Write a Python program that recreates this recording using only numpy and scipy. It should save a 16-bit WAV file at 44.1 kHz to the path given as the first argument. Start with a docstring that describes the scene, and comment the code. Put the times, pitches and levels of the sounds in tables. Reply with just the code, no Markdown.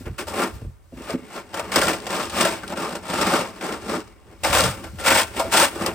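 """Snow shovel on a wooden deck

A plastic snow shovel scrapes deck boards and steps in short strokes, some metres from a phone with two ports.
Its edge judders over ice grains: shaped noise drives resonances of blade and boards and a hiss of snow.
Sudden decaying bursts mark catches of the edge; damped modes sound taps on the blade and knocks on the deck.
Low noise is the shaking of the hollow deck, decaying noise the short tail from cabin wall and trees.
"""
import sys
import numpy as np
from scipy import signal
from scipy.fft import rfft, irfft, next_fast_len
from scipy.io import wavfile
from scipy.ndimage import uniform_filter1d

SR = 44100
rng = np.random.default_rng(int(sys.argv[2]) if len(sys.argv) > 2 else 0)


def wav_record(signal):
    """Record a signal, one row per channel, as 16-bit PCM in the file named by sys.argv[1]."""
    frames = np.transpose(np.atleast_2d(signal))
    bounded = np.clip(frames, -1, 1)
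    # unit amplitude maps onto the largest positive 16-bit level
    quanta = np.round(bounded * 32767).astype(np.int16)
    wavfile.write(sys.argv[1], SR, quanta)


N = 261954
TIME = np.arange(N) / SR  # s
SIZE = next_fast_len(N + SR)  # padded, so that filter tails do not wrap round
FREQ = np.arange(SIZE // 2 + 1) * SR / SIZE  # Hz

# Modes of the blade: f/Hz, bandwidth/Hz, peak gain/dB
BLADE_MODES = [(553.6, 76.5, 2), (660.3, 28, 2), (731, 92, -4.5), (937.5, 49, 4.5), (1043, 63, -3),
               (1222, 87, 4), (1376.5, 35, 0), (1521, 38, 4), (1833, 18.6, -13), (2180, 134, 2.5),
               (2783, 110, -12)]
# Modes of the deck boards over their joists: f/Hz, bandwidth/Hz, peak gain/dB
BOARD_MODES = [(62, 48, -3.5), (88, 47, -3), (124, 34, -3.5), (183.4, 36.4, 0), (252.5, 31, -2),
               (329.4, 44.5, -1.5), (436.3, 34.3, -2), (545, 33, 1)]
CREST_DB = 14.5  # peak of a burst over its rms


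def undb(db):
    """Decibel law: the amplitude gain of a level in dB."""
    return 10 ** (np.asarray(db) / 20)


def unit(x):
    """Normalisation of power: scale a signal to rms 1."""
    return x / np.sqrt(np.mean(x ** 2))


def unit_gain(gain):
    """Noise bandwidth: scale a response so that white noise keeps its rms."""
    return gain / np.sqrt(np.mean(np.abs(gain) ** 2))


def curve(points):
    """Linear interpolation over time of (t/s, level/dB) points."""
    return np.interp(TIME, *np.transpose(points))


def shape(points):
    """Spectral envelope: gain interpolated over log frequency from (f/Hz, gain/dB) points."""
    hz, db = np.transpose(points)
    return undb(np.interp(np.log(FREQ + 1), np.log(hz), db))


def rings(modes):
    """Modal superposition: sum of second-order resonators with alternating signs."""
    total = 0
    for k, (hz, width, db) in enumerate(modes):
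        resonator = 1j * width * FREQ / (hz ** 2 - FREQ ** 2 + 1j * width * FREQ)
        total = total + (-1) ** k * undb(db) * resonator
    return total


def colour(x, gain):
    """Convolution theorem: filter a signal by multiplying its spectrum by a response."""
    return irfft(rfft(x, SIZE) * gain, SIZE)[..., :N]


def wander(rate):
    """Slow random modulation: new normal values at rate/Hz, joined by straight ramps."""
    hold = max(int(SR / rate), 1)
    steps = np.repeat(rng.standard_normal(N // hold + 1), hold)
    return 0.82 * uniform_filter1d(steps, hold)[:N]


def struck(blows, modes, focus_db):
    """Modal excitation: a blow rings most the modes near its spot, losing focus_db per octave away."""
    out, t = np.zeros(N + SR), np.arange(SR // 4) / SR
    hz, width, mode_db = np.transpose(modes)[:, :, None]
    for s, db, spot_hz, damping in blows:
        share = undb(mode_db - focus_db * np.abs(np.log2(hz / spot_hz)))
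        decay = np.exp(-np.pi * width * damping * t)
        ring = np.sum(share * decay * np.sin(2 * np.pi * hz * t), axis=0)
        ring = ring * (1 - np.exp(-t * spot_hz / 1.05))  # soft contact takes about one cycle
        out[int(s * SR):][:len(t)] += undb(db) * ring / np.max(np.abs(ring))
    return out[:N]


def winter_air():
    """Partly coherent ambient noise: faint air, some of it common to both ports."""
    # Spectrum of the air: f/Hz, gain/dB
    air_spectrum = [(25, -9.5), (60, -3.5), (200, -27.5), (1000, -30), (5000, -52), (8500, -44.5),
                    (16000, -47)]
    noise = rng.standard_normal((2, N)) + 0.4 * rng.standard_normal(N)
    return undb(-49 + 1.5 * wander(6)) * unit(colour(noise, shape(air_spectrum)))


def yard(x, t60):
    """Diffuse reverberation: exponentially decaying echoes of wall, roof and trunks, unlike at each port."""
    t = np.arange(SR // 2) / SR
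    tail = rng.standard_normal((2, len(t))) * undb(-60 * t / t60) * (t > .003)
    tail = tail / np.sqrt(np.sum(tail ** 2, axis=1, keepdims=True))
    return colour(x, rfft(tail, SIZE))


def deck():
    """Forced and free vibration: the hollow deck shakes under shifting weight and rings when knocked."""
    # Spectrum of the shaking: f/Hz, gain/dB
    shake_spectrum = [(20, -57), (35, -6), (60, 14), (110, 17), (170, -21)]
    # Shaking as weight shifts on the deck: t/s, level/dB
    shake_level = [(0, -34.5), (0.15, -54), (0.29, -37), (0.42, -55), (0.56, -34), (0.61, -49), (0.7, -52),
                   (0.8, -57), (0.98, -43), (1.3, -59), (1.6, -53), (1.8, -38), (2.1, -49), (2.4, -41.5),
                   (2.75, -49), (3.05, -53), (3.27, -39.5), (3.6, -56.5), (3.93, -42), (4.2, -63),
                   (4.4, -46), (4.47, -30), (4.67, -32.5), (4.8, -46.5), (4.86, -39), (5.15, -36.5),
                   (5.32, -46.5), (5.45, -36.5), (5.7, -48.5), (5.8, -41), (5.94, -40)]
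    # Boots and blade knock the deck: t/s, peak level/dB, f/Hz favoured at the spot, damping (1 = free)
    knocks = [(0.008, -28, 250, 1.5), (0.067, -18, 58, 1.9), (0.098, -21, 79, 0.57),
              (0.536, -27.5, 71.6, 0.31), (0.619, -28, 340, 2.52), (0.625, -22, 100, 1.6),
              (0.649, -28, 326, 2.3), (0.642, -26, 51.1, 0.55), (0.665, -20, 67.3, 0.61),
              (0.927, -30, 250, 0.76), (0.973, -29, 258, 1.2), (0.999, -27, 293, 1),
              (1.139, -12, 270, 0.71), (1.158, -33, 265, 1.5), (1.185, -32, 300, 1), (1.225, -34, 250, 1),
              (1.763, -13.5, 336, 0.34), (3.098, -21, 180, 0.63), (3.335, -12.5, 328, 0.88),
              (4.499, -18, 100, 1.1), (4.63, -20, 132, 1.1), (4.647, -19, 117, 0.8),
              (4.685, -18, 109.4, 0.98), (4.934, -26.5, 136, 1.05), (5.108, -14.5, 322, 0.6),
              (5.812, -25, 350, 1.5)]
    shaking = unit(colour(rng.standard_normal((3, N)), shape(shake_spectrum)))
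    out = shaking * undb(curve(shake_level) + 2.2 * wander(20))
    out[0] += struck(knocks, BOARD_MODES, focus_db=17.0)
    return out


def strokes():
    """Addition of powers: strokes swell, hold and fade over a light drag; colours are averaged by power."""
    # Strokes of the shovel: t/s, rise/s, hold/s, fall/s, blade level/dB,
    # then relative to the blade: boards/dB, upper blade modes/dB, snow hiss/dB
    stroke_table = [(0.035, 0.033, .005, 0.063, -43.5, 9.5, -1, -21),
                    (0.177, 0.01, 0.021, .05, -31.5, 3.5, 1, -3),
                    (0.264, 0.011, 0.027, .06, -33.5, -1.5, -7, -2.5),
                    (0.289, .11, .02, 0.12, -23.5, 2.5, -5, -8),
                    (0.937, 0.083, 0.074, 0.059, -44.5, -1, -1.5, -5),
                    (1.048, .06, 0.025, 0.045, -34, 0, -2.5, -7),
                    (1.269, .1, .01, .08, -34, -0.5, -4.5, -6.5),
                    (1.523, 0.012, 0.074, 0.069, -34, -3, -3.5, -11),
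                    (1.624, 0.022, 0.063, .03, -39.5, 1.5, -3, -10.5),
                    (1.704, 0.049, .13, 0.14, -25, -0.5, -1, -1.5),
                    (2.028, 0.12, .08, .1, -28.5, -1.5, -3, -3),
                    (2.29, 0.097, 0.065, 0.19, -23.5, -2, -1.5, -3),
                    (2.673, .03, 0.033, 0.033, -35.5, -0.5, -7, -9.5),
                    (2.746, 0.029, 0.057, 0.25, -29, -1, -5, -6.5),
                    (3.007, 0.21, .15, .17, -22.5, -3, -6, -5),
                    (3.583, 0.063, 0.07, 0.12, -30.5, -0.5, -7.5, -7.5),
                    (3.805, .11, .05, .06, -28.5, 3, -7.5, -5.5),
                    (4.253, 0.064, 0.011, 0.056, -50.5, 5, -4.5, -9),
                    (4.429, 0.016, .03, 0.091, -23.5, -11, -5, -3.5),
                    (4.466, 0.095, 0.041, 0.19, -21, -5.5, -1.5, 0.5),
                    (4.824, .018, 0.0062, 0.073, -39.5, -2.5, -7, -8),
                    (4.985, 0.016, 0.055, .03, -36, -2.5, -3, 0),
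                    (5.028, 0.043, .14, 0.055, -20, -8, 1.5, -0.5),
                    (5.328, 0.049, 0.011, 0.023, -31.5, 1.5, 0.5, -3.5),
                    (5.381, 0.012, 0.011, 0.046, -21.5, -9, -9, -8.5),
                    (5.415, .02, .03, 0.068, -37.5, 2, -5, -5),
                    (5.505, 0.03, 0.1, 0.074, -18, -7, -1.5, -1),
                    (5.757, 0.059, .02, 0.043, -27, 1.5, -5.5, -9),
                    (5.814, 0.055, .01, 0.076, -24.5, -2, -5.5, -13)]
    # Light drag of the edge and sliding loose snow between strokes: t/s, level/dB
    drag_level = [(0, -55.5), (0.52, -53), (0.62, -54), (0.72, -69), (0.89, -74), (0.95, -56),
                  (1.25, -51.5), (1.5, -52.5), (1.6, -44), (2.04, -42), (2.28, -50), (2.62, -44),
                  (2.96, -44), (3.02, -52.5), (3.57, -44.5), (3.8, -45.5), (4.0, -45), (4.14, -61),
                  (4.4, -57.5), (4.45, -47), (4.81, -43.5), (4.96, -59), (5.0, -40), (5.3, -46.5),
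                  (5.5, -40), (5.94, -41.5)]
    drag_colours_db = (4, -1.5, -4.5)  # boards, upper blade modes, hiss against the drag level
    slide_db, slide_t60 = -16.5, .3  # snow slides on after each stroke; t60 in s

    s, rise, hold, fall, db, *colours = np.transpose(stroke_table)[:, :, None]
    up = np.clip((TIME - s) / rise, 0, 1)
    down = np.clip((s + rise + hold + fall - TIME) / fall, 0, 1)
    power = (undb(db) * up ** 1.32 * down ** 1.76) ** 2
    keep = undb(-120 / (slide_t60 * SR))  # doubled dB, as this decays a power
    power = power + undb(2 * slide_db) * signal.lfilter([1 - keep], [1, -keep], power)
    drag = undb(curve(drag_level)) ** 2
    total = power.sum(axis=0) + drag
    mix = [(c[:, 0] @ power + d * drag) / total for c, d in zip(colours, drag_colours_db)]
    return 10 * np.log10(total), *mix


def grains(spread_db):
    """Granular excitation: dense noise of uneven grain size; rows are shared, left only, right only."""
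    size = np.repeat(undb(spread_db * rng.exponential(size=N // 8 + 1)), 8)[:N]
    return unit(size * rng.standard_normal((3, N)))


def slips(rate, spread_db, t60):
    """Stick-slip as a Poisson-like train: random sudden slips of the edge, each decaying quickly."""
    starts = (rng.random(N) < rate / SR) * undb(spread_db * rng.exponential(size=N))
    return signal.lfilter([1], [1, -undb(-60 / (t60 * SR))], starts)


def bursts(times, db):
    """Impulsive release: envelopes that start suddenly and decay exponentially."""
    t60 = 0.058  # s
    starts = np.zeros(N)
    starts[(times * SR).astype(int)] = undb(db)
    return uniform_filter1d(signal.lfilter([1], [1, -undb(-60 / (t60 * SR))], starts), size=16)


def blade_ring(drive, upper_db):
    """Plate resonance: a broad body plus modes that wax and wane as the blade flexes."""
    # Broad body of the scraping edge: f/Hz, gain/dB
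    edge_body = [(250, -43), (450, -12), (1000, -6), (1600, -2.5), (2600, -6.5), (4000, -20.5)]
    bend_hz = 1450  # a steep blade angle favours what lies above
    body = shape(edge_body)
    high = 1 / (1 + (bend_hz / (FREQ + 1)) ** 4)
    low_response = (body + rings(BLADE_MODES)) * (1 - high)
    scale = 1 / np.sqrt(np.mean(np.abs(low_response) ** 2))
    out = colour(drive, body * (1 - high)) + undb(upper_db) * colour(drive, body * high)
    out[1:] += colour(drive[1:], rings(BLADE_MODES))
    for k, mode in enumerate(BLADE_MODES):
        lift_db = 3.25 * wander(12) + upper_db * (mode[0] > bend_hz)
        out[0] += (-1) ** k * undb(lift_db) * colour(drive[0], rings([mode]))
    return scale * out


def blade_taps():
    """Free vibration: taps on the blade set its modes ringing."""
    # Taps on the blade: t/s, peak level/dB, f/Hz favoured at the spot, damping (1 = free)
    taps = [(0.923, -37, 530, 0.55), (1.097, -19.5, 550, 0.98), (1.361, -28, 549, 1),
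            (1.595, -36, 590, 0.59), (1.757, -9, 1340, 0.63), (1.823, -11.5, 1340, 0.9),
            (2.634, -22, 1391, 0.97), (3.336, -8, 1181, 0.42), (3.938, -13, 1100, 1),
            (4.843, -31, 553.4, 1), (5.397, -12.5, 740, 0.27), (5.449, -18, 570, 0.56),
            (5.597, -14, 1320, 1)]
    return struck(taps, BLADE_MODES, focus_db=34.0)


def board_ring(drive):
    """Structure-borne sound: the edge's force rings the boards, each stretch with more or less bass."""
    # Lift of the lowest board mode from stretch to stretch: t/s, gain/dB
    low_board = [(0, -8), (0.9, -8), (1.5, -3), (2.3, 2), (3.6, 1), (4.0, -3), (4.6, 1), (5.2, -3),
                 (5.94, -2)]
    bass_loss = FREQ ** 2 / (FREQ ** 2 + 150 ** 2)
    boards = colour(drive, unit_gain(rings(BOARD_MODES[3:7]) * bass_loss))
    lowest = colour(boards, 1 / (1 + (FREQ / 220) ** 6))
    return boards + lowest * (undb(curve(low_board)) - 1)


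def snow_hiss(envelope):
    """Broadband granular noise: snow sprays off the edge, whose wear strip adds a thin ring."""
    # Spectrum of the snow: f/Hz, gain/dB
    snow_spectrum = [(1800, -13.5), (3000, 0.5), (4200, -3.5), (5200, 0), (6200, -8.5), (8300, -0.5),
                     (10000, -7.5), (13000, -12.5), (15500, -15), (17000, -15)]
    # Modes of the wear strip: f/Hz, bandwidth/Hz, peak gain/dB relative to the snow
    strip_modes = [(3385, 530, -5.5), (5253, 140, 8.5), (6410, 410, -0.5), (8050, 250, -9), (8600, 94, 2)]
    # Nearer the phone less of the top treble is lost: t/s, gain above about 10 kHz/dB
    nearness = [(0, 11), (1.5, 4.5), (1.53, 4.5), (4.4, 2.5), (4.43, 7), (5.94, 9)]
    spray = grains(2.05) * undb(1.92 * wander(300)) * envelope
    snow = colour(spray, unit_gain(shape(snow_spectrum) * (1 + rings(strip_modes))))
    top = colour(snow, 1 / (1 + (10000 / (FREQ + 1)) ** 6))
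    return snow + top * (undb(curve(nearness)) - 1)


def shovel(blade_db, boards_db, upper_db, hiss_db):
    """Common excitation: one juddering edge drives blade, boards and snow; catches burst in blade and snow."""
    # Catches of the edge on ice or a board gap: t/s, peak level/dB, treble relative to peak/dB
    catches = [(0.056, -30, -19), (0.182, -20.5, -5), (0.271, -30, -8), (0.419, -13, -5), (0.97, -36, -14),
               (1.096, -25, -13), (1.361, -31, -10), (1.542, -15.5, 1), (1.572, -17, 0), (1.595, -13, -1),
               (1.718, -9, -5), (1.759, -1, 0), (1.778, -9, -3), (1.815, -7, 1), (1.833, -13, -1),
               (1.882, -2, -18), (1.899, -13, -12), (1.931, -14, -12), (2.067, -14, -2), (2.128, -13, -9),
               (2.198, -13.5, -10), (2.297, -22, 7.5), (2.399, -12, -6), (2.408, -5, 6.5), (2.45, -5.5, -3),
               (2.473, -15, -6), (2.633, -25, -15), (2.677, -26, 6), (2.952, -18.5, 2), (3.035, -27, -18),
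               (3.088, -22, -9), (3.211, -13, 2), (3.296, -12, -12), (3.333, -3, -14), (3.359, -20, -15),
               (3.61, -15, -4.5), (3.654, -23, 3), (3.938, -23, -16), (4.074, -40, 0), (4.435, -11, 0),
               (4.445, -10, -4), (4.529, -2.5, -5), (4.55, -4.5, -4), (4.562, -8, -4), (4.585, -8, -8),
               (4.652, -8, -22), (4.842, -25.5, -5), (4.986, -22, -14), (5.061, -4, -8), (5.079, 0, -8),
               (5.105, -3, -14), (5.119, -10, -10), (5.149, -19, -12), (5.174, -14, -1), (5.218, -32, -1),
               (5.396, -9, 2.5), (5.521, -14, 4), (5.543, -9, -8), (5.571, -11, 9), (5.597, -3, 0),
               (5.615, -10, -8), (5.639, -14, -8), (5.862, -8, 1)]
    s, peak_db, treble_db = np.transpose(catches)
    judder = undb(0.91 * wander(45) + 1.23 * wander(130)) * (1 + 0.3 * slips(70, 2.9, 0.038))
    push = unit(judder) * undb(blade_db)
    grit = grains(1.44)
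    blade = blade_ring(grit * (push + bursts(s, peak_db - CREST_DB)), upper_db)
    blade[0] += blade_taps()
    boards = board_ring(grit * push * undb(boards_db))
    snow = snow_hiss(push * undb(hiss_db) + bursts(s, peak_db + treble_db - CREST_DB))
    return blade + boards + snow


def scene():
    """Superposition: shovel and deck reach both ports directly and by echo, over faint winter air."""
    # Phase by which the right port leads: f/Hz, phase/rad
    right_lead = [(0, 0), (1700, -.1), (3200, -1.6), (4900, -.2), (5700, -.1), (6900, 1.7), (7700, .1),
                  (8300, .4), (9500, 3.1), (15600, 15.7), (22050, 29)]
    # Wide blade and long boards sound from many spots, unlike at the two ports:
    # f/Hz, gain of the unshared part/dB
    spread = [(30, 10), (120, -11), (300, -14), (1000, -7), (2500, -9), (4500, 3), (7200, -8), (8000, -6),
              (9500, -24), (16000, -12)]
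    # The phone's case shades the right port: f/Hz, right relative to left/dB
    shade = [(300, 1), (1000, -2.5), (2800, -1.5), (3800, -4.5), (5000, -8), (6300, -3.5), (8000, -0.5),
             (16000, 0.5)]
    sound = shovel(*strokes()) + deck()
    lead = np.exp(1j * np.interp(FREQ, *np.transpose(right_lead)))
    ports = np.array([sound[0], colour(sound[0], lead)])
    ports = ports + colour(sound[1:], shape(spread))
    ports = ports + undb(-20) * yard(sound[0], t60=0.64)
    return colour(ports + winter_air(), np.array([np.ones(len(FREQ)), shape(shade)]))


def record(dry):
    """Soft saturation and band limiting: peaks are rounded, high treble dips, deep bass and top are cut."""
    notch_hz, notch_width_hz, notch_db = 12100, 810, -13.5
    bass_cut_hz, top_hz = 46.5, 15900
    dip = undb(notch_db / (1 + ((FREQ - notch_hz) / notch_width_hz) ** 2))
    rounded = colour(np.tanh(dry) / 1.2, dip)
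    bass_cut = signal.butter(2, bass_cut_hz, "high", fs=SR, output="sos")
    top_cut = signal.ellip(10, .2, 80, top_hz, fs=SR, output="sos")
    return signal.sosfilt(top_cut, signal.sosfilt(bass_cut, rounded))


dry = scene()
out = record(dry)
wav_record(out)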